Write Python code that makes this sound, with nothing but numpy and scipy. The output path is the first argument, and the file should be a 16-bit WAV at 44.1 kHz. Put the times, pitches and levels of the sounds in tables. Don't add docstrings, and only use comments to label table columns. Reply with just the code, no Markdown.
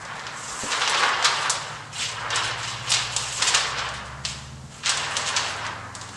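import sys
import numpy as np
from scipy import signal
from scipy.fft import rfft, irfft, next_fast_len
from scipy.io import wavfile

SR = 44100
rng = np.random.default_rng(int(sys.argv[2]) if len(sys.argv) > 2 else 0)


def wav_out(sig):
    wavfile.write(sys.argv[1], SR, np.round(np.clip(np.atleast_2d(sig).T, -1, 1) * 32767).astype(np.int16))


N = 271778


# frequency in Hz, filter gain in dB.
FLEX_SPECTRUM = [(120, -37.5), (250, -14.5), (350, -13.5), (480, -6.5), (700, -3), (1000, 3), (1350, 2),
                 (1750, 1), (2200, -4.5), (3000, -18), (5000, -52)]
CRACKLE_SPECTRUM = [(1000, -17.5), (2100, 0), (2900, 5.5), (3600, 2), (5400, -3.5), (6600, -10),
                    (8500, -35), (12000, -61)]
SLIDE_SPECTRUM = [(2000, -68), (4500, -8), (6300, 0.5), (7700, 4), (8400, -0.5), (9300, -7), (10500, -13.5),
                  (11700, -18), (12500, -53)]
BILLOW_DB, BILLOW_LOW_HZ, BILLOW_HIGH_HZ = -39, 340, 610


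def rustle():
    flexing, crackling, sliding = effort()
    panels = buckles(per_s=3000, spread_db=3, clump_db=1.5, low_hz=262, high_hz=3200, cycles=4.9)
    creases = buckles(per_s=1000, spread_db=4, clump_db=3.5, low_hz=1740, high_hz=10900, cycles=6.4)
    rubbing, flapping = rng.standard_normal((2, N))

    flex = from_db(1.5) * flexing * rms_one(colour(panels, FLEX_SPECTRUM))
    swing = (flexing / flexing.max()) ** 2
    billow = from_db(BILLOW_DB) * swing * rms_one(band(flapping, BILLOW_LOW_HZ, BILLOW_HIGH_HZ))
    crackle = crackling * (rms_one(colour(creases, CRACKLE_SPECTRUM)) + ticks())
    slide = from_db(1) * sliding * rms_one(colour(creases + rubbing, SLIDE_SPECTRUM))

    dull = studio(flex + billow, near_db=-0.5, hall_db=-3.5)
    bright = studio(crackle + slide, near_db=7.5, hall_db=0.5)
    return dull + bright


# start in seconds, rise in seconds, hold in seconds,
# then the relative levels of flexing, crackling and sliding in dB.
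MOVES = [(-0.03, 0.037, 0.27, -37, -46.5, -55), (0.275, 0.28, 0.15, -37, -41, -35),
         (0.614, 0.33, 0.1, -25, -27, -40), (1.17, 0.03, 0.21, -31, -32, -44),
         (1.507, 0.023, 0.18, -41, -40, -47), (1.91, 0.067, 0.03, -39, -31, -35),
         (1.97, 0.39, .05, -29.5, -40, -58), (2.279, 0.029, 0.12, -39, -30, -43.5),
         (2.54, 0.079, 0.078, -40, -32.5, -41), (2.804, 0.092, 0.11, -35, -30.5, -39),
         (3.08, 0.064, 0.33, -41, -36.5, -37), (3.356, 0.065, 0.21, -31, -31, -39),
         (3.706, 0.063, 0.074, -33.5, -35, -50), (4.234, .012, 0.045, -47, -41.5, -41),
         (4.676, 0.044, 0.037, -47, -49, -49), (4.83, 0.089, 0.56, -32, -34, -43),
         (5.5, .13, 0.029, -36.5, -44.5, -63), (5.917, 0.041, 0.23, -45, -49.5, -50.5)]
FLEX_DB_PER_S, CRACKLE_DB_PER_S, SLIDE_DB_PER_S = 36, 67, 100


def effort():
    t = np.arange(0, N + 100, 100) / SR
    settling = np.array([[FLEX_DB_PER_S], [CRACKLE_DB_PER_S], [SLIDE_DB_PER_S]])
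    power = 0
    for start, rise, hold, *levels_db in MOVES:
        swell = np.clip((t - start) / rise, 0, 1)
        since_end = np.maximum(t - start - rise - hold, 0)
        gains = swell * from_db(np.c_[levels_db] - settling * since_end)
        power = power + gains ** 2
    return in_time(np.c_[t, np.sqrt(power).T])


def buckles(per_s, spread_db, clump_db, low_hz, high_hz, cycles, count=18):
    rate = per_s * from_db(clump_db * drift(60))
    born = rng.random(N) < rate / SR
    sizes = from_db(spread_db * np.minimum(rng.exponential(1, N), 4)) * rng.choice([-1, 1], N)
    pops, dealt = born * sizes, rng.integers(0, count, N)
    total = 0
    for k, hz in enumerate(np.geomspace(low_hz, high_hz, count)):
        total = total + hz * ring(pops * (dealt == k), hz, cycles / hz)
    return rms_one(total)


TICKS_PER_S, TICKS_DB, TICK_HZ = 25, -10.5, 5600


def ticks():
    flips = (rng.random(N) < TICKS_PER_S / SR) * rng.standard_normal(N)
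    return from_db(TICKS_DB) * rms_one(colour(fold(flips + 1e-18, TICK_HZ), SNAP_SPECTRUM))


# start in seconds, level in dB over the first 6 ms before colouring, pitch in Hz.
SNAPS = [(0.051, -39.5, 4130), (0.195, -37.5, 3770), (0.268, -31.5, 3200), (0.718, -26, 3940),
         (0.876, -21, 3700), (0.896, -24, 7060), (0.945, -22.5, 3270), (1.092, -35, 4750),
         (1.226, -27, 4180), (1.246, -18, 5030), (1.427, -34, 5250), (1.4966, -19.5, 6000),
         (1.501, -18, 6300), (2.115, -35.5, 4850), (2.304, -27, 3530), (2.359, -22.5, 5400),
         (2.9185, -15.5, 4240), (3.164, -18, 5070), (3.424, -18.5, 4730), (3.547, -14.5, 4700),
         (3.888, -35.5, 4730), (4.251, -21.5, 4000), (4.835, -34, 2500), (4.86, -22.5, 4130),
         (4.894, -18.5, 5500), (4.973, -25.5, 4770), (5.168, -20, 5150), (5.365, -19.5, 4400),
         (5.666, -34, 4330), (5.951, -32.5, 5860), (6.013, -35, 5000), (6.09, -42.5, 4860)]
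# frequency in Hz, filter gain in dB.
SNAP_SPECTRUM = [(200, -21), (500, 3), (1000, 14.5), (2000, 1.5), (3200, 1), (5500, 0.5), (8000, 3),
                 (9300, -3), (11000, -7.5), (12300, -54)]
SNAP_LENGTH_S = 0.0012


def snaps(slips_per_s=11000):
    out, t = np.zeros(N + SR), np.arange(SR // 20) / SR
    for s, level_db, hz in SNAPS:
        slips = (rng.random(len(t)) < slips_per_s / SR) * rng.standard_normal(len(t))
        slips *= np.exp(-t / SNAP_LENGTH_S)
        slips[0] = rng.choice([-1, 1])
        heard = echoes(near_db=3, hall_db=-1, near_t60=0.036)
        heard[:len(t)] += slips / np.linalg.norm(slips)
        crack = fold(heard, hz, width=1.754)
        attack = crack[:int(.006 * SR)]
        at = int(s * SR)
        out[at:at + len(crack)] += from_db(level_db) * crack / np.std(attack)
    return colour(out[:N], SNAP_SPECTRUM)


# time of the height in seconds,
# level in dB around the height before colouring, pitch in Hz, half-length in seconds.
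CRUMPLES = [(0.734, -28, 2770, 0.016), (0.82, -23, 2800, 0.0054), (1.035, -23.5, 1960, 0.0078),
            (1.256, -18, 2660, 0.0096), (1.457, -30.5, 1940, 0.016), (2.372, -33.5, 2242, 0.015),
            (2.904, -23.5, 6200, 0.0064), (2.943, -19.5, 3650, 0.0062), (3.425, -20, 3180, 0.0041),
            (3.484, -20.5, 4540, 0.0089), (3.549, -19, 2970, 0.008), (3.788, -28.5, 2880, .008),
            (4.886, -23.5, 3200, .023), (5.281, -27, 4020, 0.012), (5.375, -25, 3340, 0.0094),
            (5.657, -35, 2160, 0.017)]


def crumples(slips_per_s=2000, spread_db=4):
    out, t = np.zeros(N + SR), np.arange(-(SR // 10), SR // 10) / SR
    for s, level_db, hz, half_length in CRUMPLES:
        sizes = from_db(spread_db * np.minimum(rng.exponential(1, len(t)), 3))
        sizes *= rng.choice([-1, 1], len(t))
        swell = np.exp(-.5 * (t / half_length) ** 2)
        slips = sizes * (rng.random(len(t)) < slips_per_s / SR) * swell
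        heard = signal.fftconvolve(slips, echoes(near_db=-4, hall_db=-6, near_t60=0.13))
        heard[:len(t)] += slips
        burst = fold(heard, hz)
        height = burst[:len(t)][np.abs(t) < half_length]
        at = int((s + t[0]) * SR)
        out[at:at + len(burst)] += from_db(level_db) * burst / np.std(height)
    return colour(out[:N], SNAP_SPECTRUM)


def fold(slips, hz, width=2.008, body_db=-14):
    return band(slips, hz / width, hz * width) + from_db(body_db) * slips


# start in seconds, relative strength of the blow in dB.
STEPS = [(0.635, -19.5), (1.556, -39)]
# frequency in Hz, relative level in dB, t60 in seconds.
BOARDS = [(165, -16, 0.11), (242, 0, 0.092), (291, 2.5, 0.14), (413, 0, 0.052), (514, 15, 0.019)]


def footfalls():
    heels = np.zeros(N)
    for s, strength_db in STEPS:
        heels[int(s * SR)] = from_db(strength_db)
    modes = sum(from_db(db) * ring(heels, hz, t60) for hz, db, t60 in BOARDS)
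    thud = from_db(-18.5) * modes
    return thud + signal.oaconvolve(thud, echoes(near_db=0, hall_db=-5.5))[:N]


# time in seconds, four-stroke cycles per second.
ENGINE_SPEED = [(0, 12.5), (.75, 12.5), (1.3, 11.9), (1.8, 12.05), (2.3, 13), (3, 14.5), (3.5, 15.6),
                (4, 16.9), (5, 19.8), (6.16, 23.1)]
# time in seconds, relative level of the hum in dB.
ENGINE_LOAD = [(0, -48), (1, -51), (2.5, -38.5), (3.1, -38), (3.5, -44), (3.8, -42), (4.3, -35.5),
               (4.66, -32), (4.71, -40.5), (5.1, -35), (5.7, -34), (6.16, -38.5)]
# multiple of the cycle rate, relative level in dB.
ENGINE_ORDERS = [(4, 5), (5, -5.5), (7, -4.5), (8, -0.5), (9, -0.5), (11, -3), (12, 4.5), (16, -13)]
# frequency in Hz, gain in dB.
WALL = [(45, -42), (56, -18.5), (67, -7), (80, -22), (95, -12.5), (108, -3), (119, -2), (130, -3),
        (145, -8), (170, -33.5), (202, -15.5), (240, -26.5), (370, -7)]


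def engine(waver=0.0011):
    (speed,), (load_db,) = in_time(ENGINE_SPEED), in_time(ENGINE_LOAD)
    phase = 2 * np.pi * np.cumsum(speed * (1 + waver * drift(4.2))) / SR
    hum = 0
    for multiple, db in ENGINE_ORDERS:
        k = round(multiple)
        gain = from_db(db + at_hz(WALL, k * speed))
        hum += gain * np.sin(k * phase + 2 * np.pi * rng.random())
    return from_db(load_db) * hum


# frequency in Hz, filter gain in dB.
AIR_SPECTRUM = [(20, -28), (45, -5.5), (70, -10), (130, -2), (200, -5.5), (350, -14), (800, -13.5),
                (2000, -25.5), (7500, -21.5), (10000, -33), (12000, -42)]
AIR_DB = -46.5


def still_air():
    return from_db(AIR_DB) * rms_one(colour(rng.standard_normal(N), AIR_SPECTRUM))


def studio(x, near_db, hall_db, count=7):
    spot = np.arange(N) / SR / .012 % count
    out = x.copy()
    for k in range(count):
        share = np.maximum(1 - np.abs((spot - k + 1) % count - 1), 0)
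        out += signal.oaconvolve(x * share, echoes(near_db, hall_db))[:N]
    return out * np.std(x) / np.std(out)


# frequency in Hz, t60 in seconds.
STUDIO_T60 = [(150, 0.35), (500, 1), (1300, 0.7), (3500, 0.59), (7000, 0.43), (11000, 0.11)]


def echoes(near_db, hall_db, near_t60=0.14, count=4):
    t = np.arange(int(.6 * SR)) / SR
    edges = np.geomspace(300, 14000, count + 1)
    white = rng.standard_normal((2, len(t)))
    tail = 0
    for k, (low, high) in enumerate(zip(edges, edges[1:])):
        t60 = at_hz(STUDIO_T60, np.sqrt(low * high))
        tail = tail + band(white[k % 2], low, high) * np.exp(-np.log(1000) * t / t60)
    scatter = rng.standard_normal(len(t)) * np.exp(-np.log(1000) * t / near_t60)
    arriving = np.clip(t / 0.0024 - .5, 0, 1)
    mixed = from_db(near_db) * rms_one(scatter) + from_db(hall_db) * rms_one(tail)
    return arriving * mixed / np.sqrt(len(t))


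def ring(clicks, hz, t60):
    r, w = np.exp(-np.log(1000) / (t60 * SR)), 2 * np.pi * hz / SR
    return signal.lfilter([0, np.sin(w)], [1, -2 * r * np.cos(w), r * r], clicks + 1e-18)


def colour(x, spectrum):
    size = 2 * next_fast_len(N // 2 + SR // 10)
    gain = from_db(at_hz(spectrum, np.fft.rfftfreq(size, 1 / SR)))
    cepstrum = irfft(np.log(gain))
    cepstrum[1:size // 2] *= 2
    cepstrum[size // 2 + 1:] = 0
    return irfft(rfft(x, size) * np.exp(rfft(cepstrum)))[:N]


def band(x, low_hz, high_hz):
    sos = signal.butter(2, [low_hz, high_hz], "band", fs=SR, output="sos")
    return signal.sosfilt(sos, x)


def drift(rate):
    knots = np.arange(N) / SR * rate
    return rms_one(np.interp(knots, np.arange(N), rng.standard_normal(N)))


def in_time(rows):
    s, *columns = np.transpose(rows)
    return [np.interp(np.arange(N) / SR, s, c) for c in columns]


def at_hz(points, hz):
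    f, value = np.transpose(points)
    return np.interp(np.log(np.maximum(hz, 1)), np.log(f), value)


def from_db(db):
    return 10 ** (np.asarray(db) / 20)


def rms_one(x):
    return x / np.sqrt(np.mean(x ** 2) + 1e-20)


def scene():
    sheet = rustle() + snaps() + crumples()
    return np.tile(sheet + footfalls() + engine() + still_air(), (2, 1))


CUTOFF_HZ = 11900


def record(dry):
    rounded = .7 * np.tanh(dry / .7)
    low_pass = signal.ellip(10, .2, 90, CUTOFF_HZ, fs=SR, output="sos")
    return signal.sosfilt(low_pass, rounded)


dry = scene()
out = record(dry)
wav_out(out)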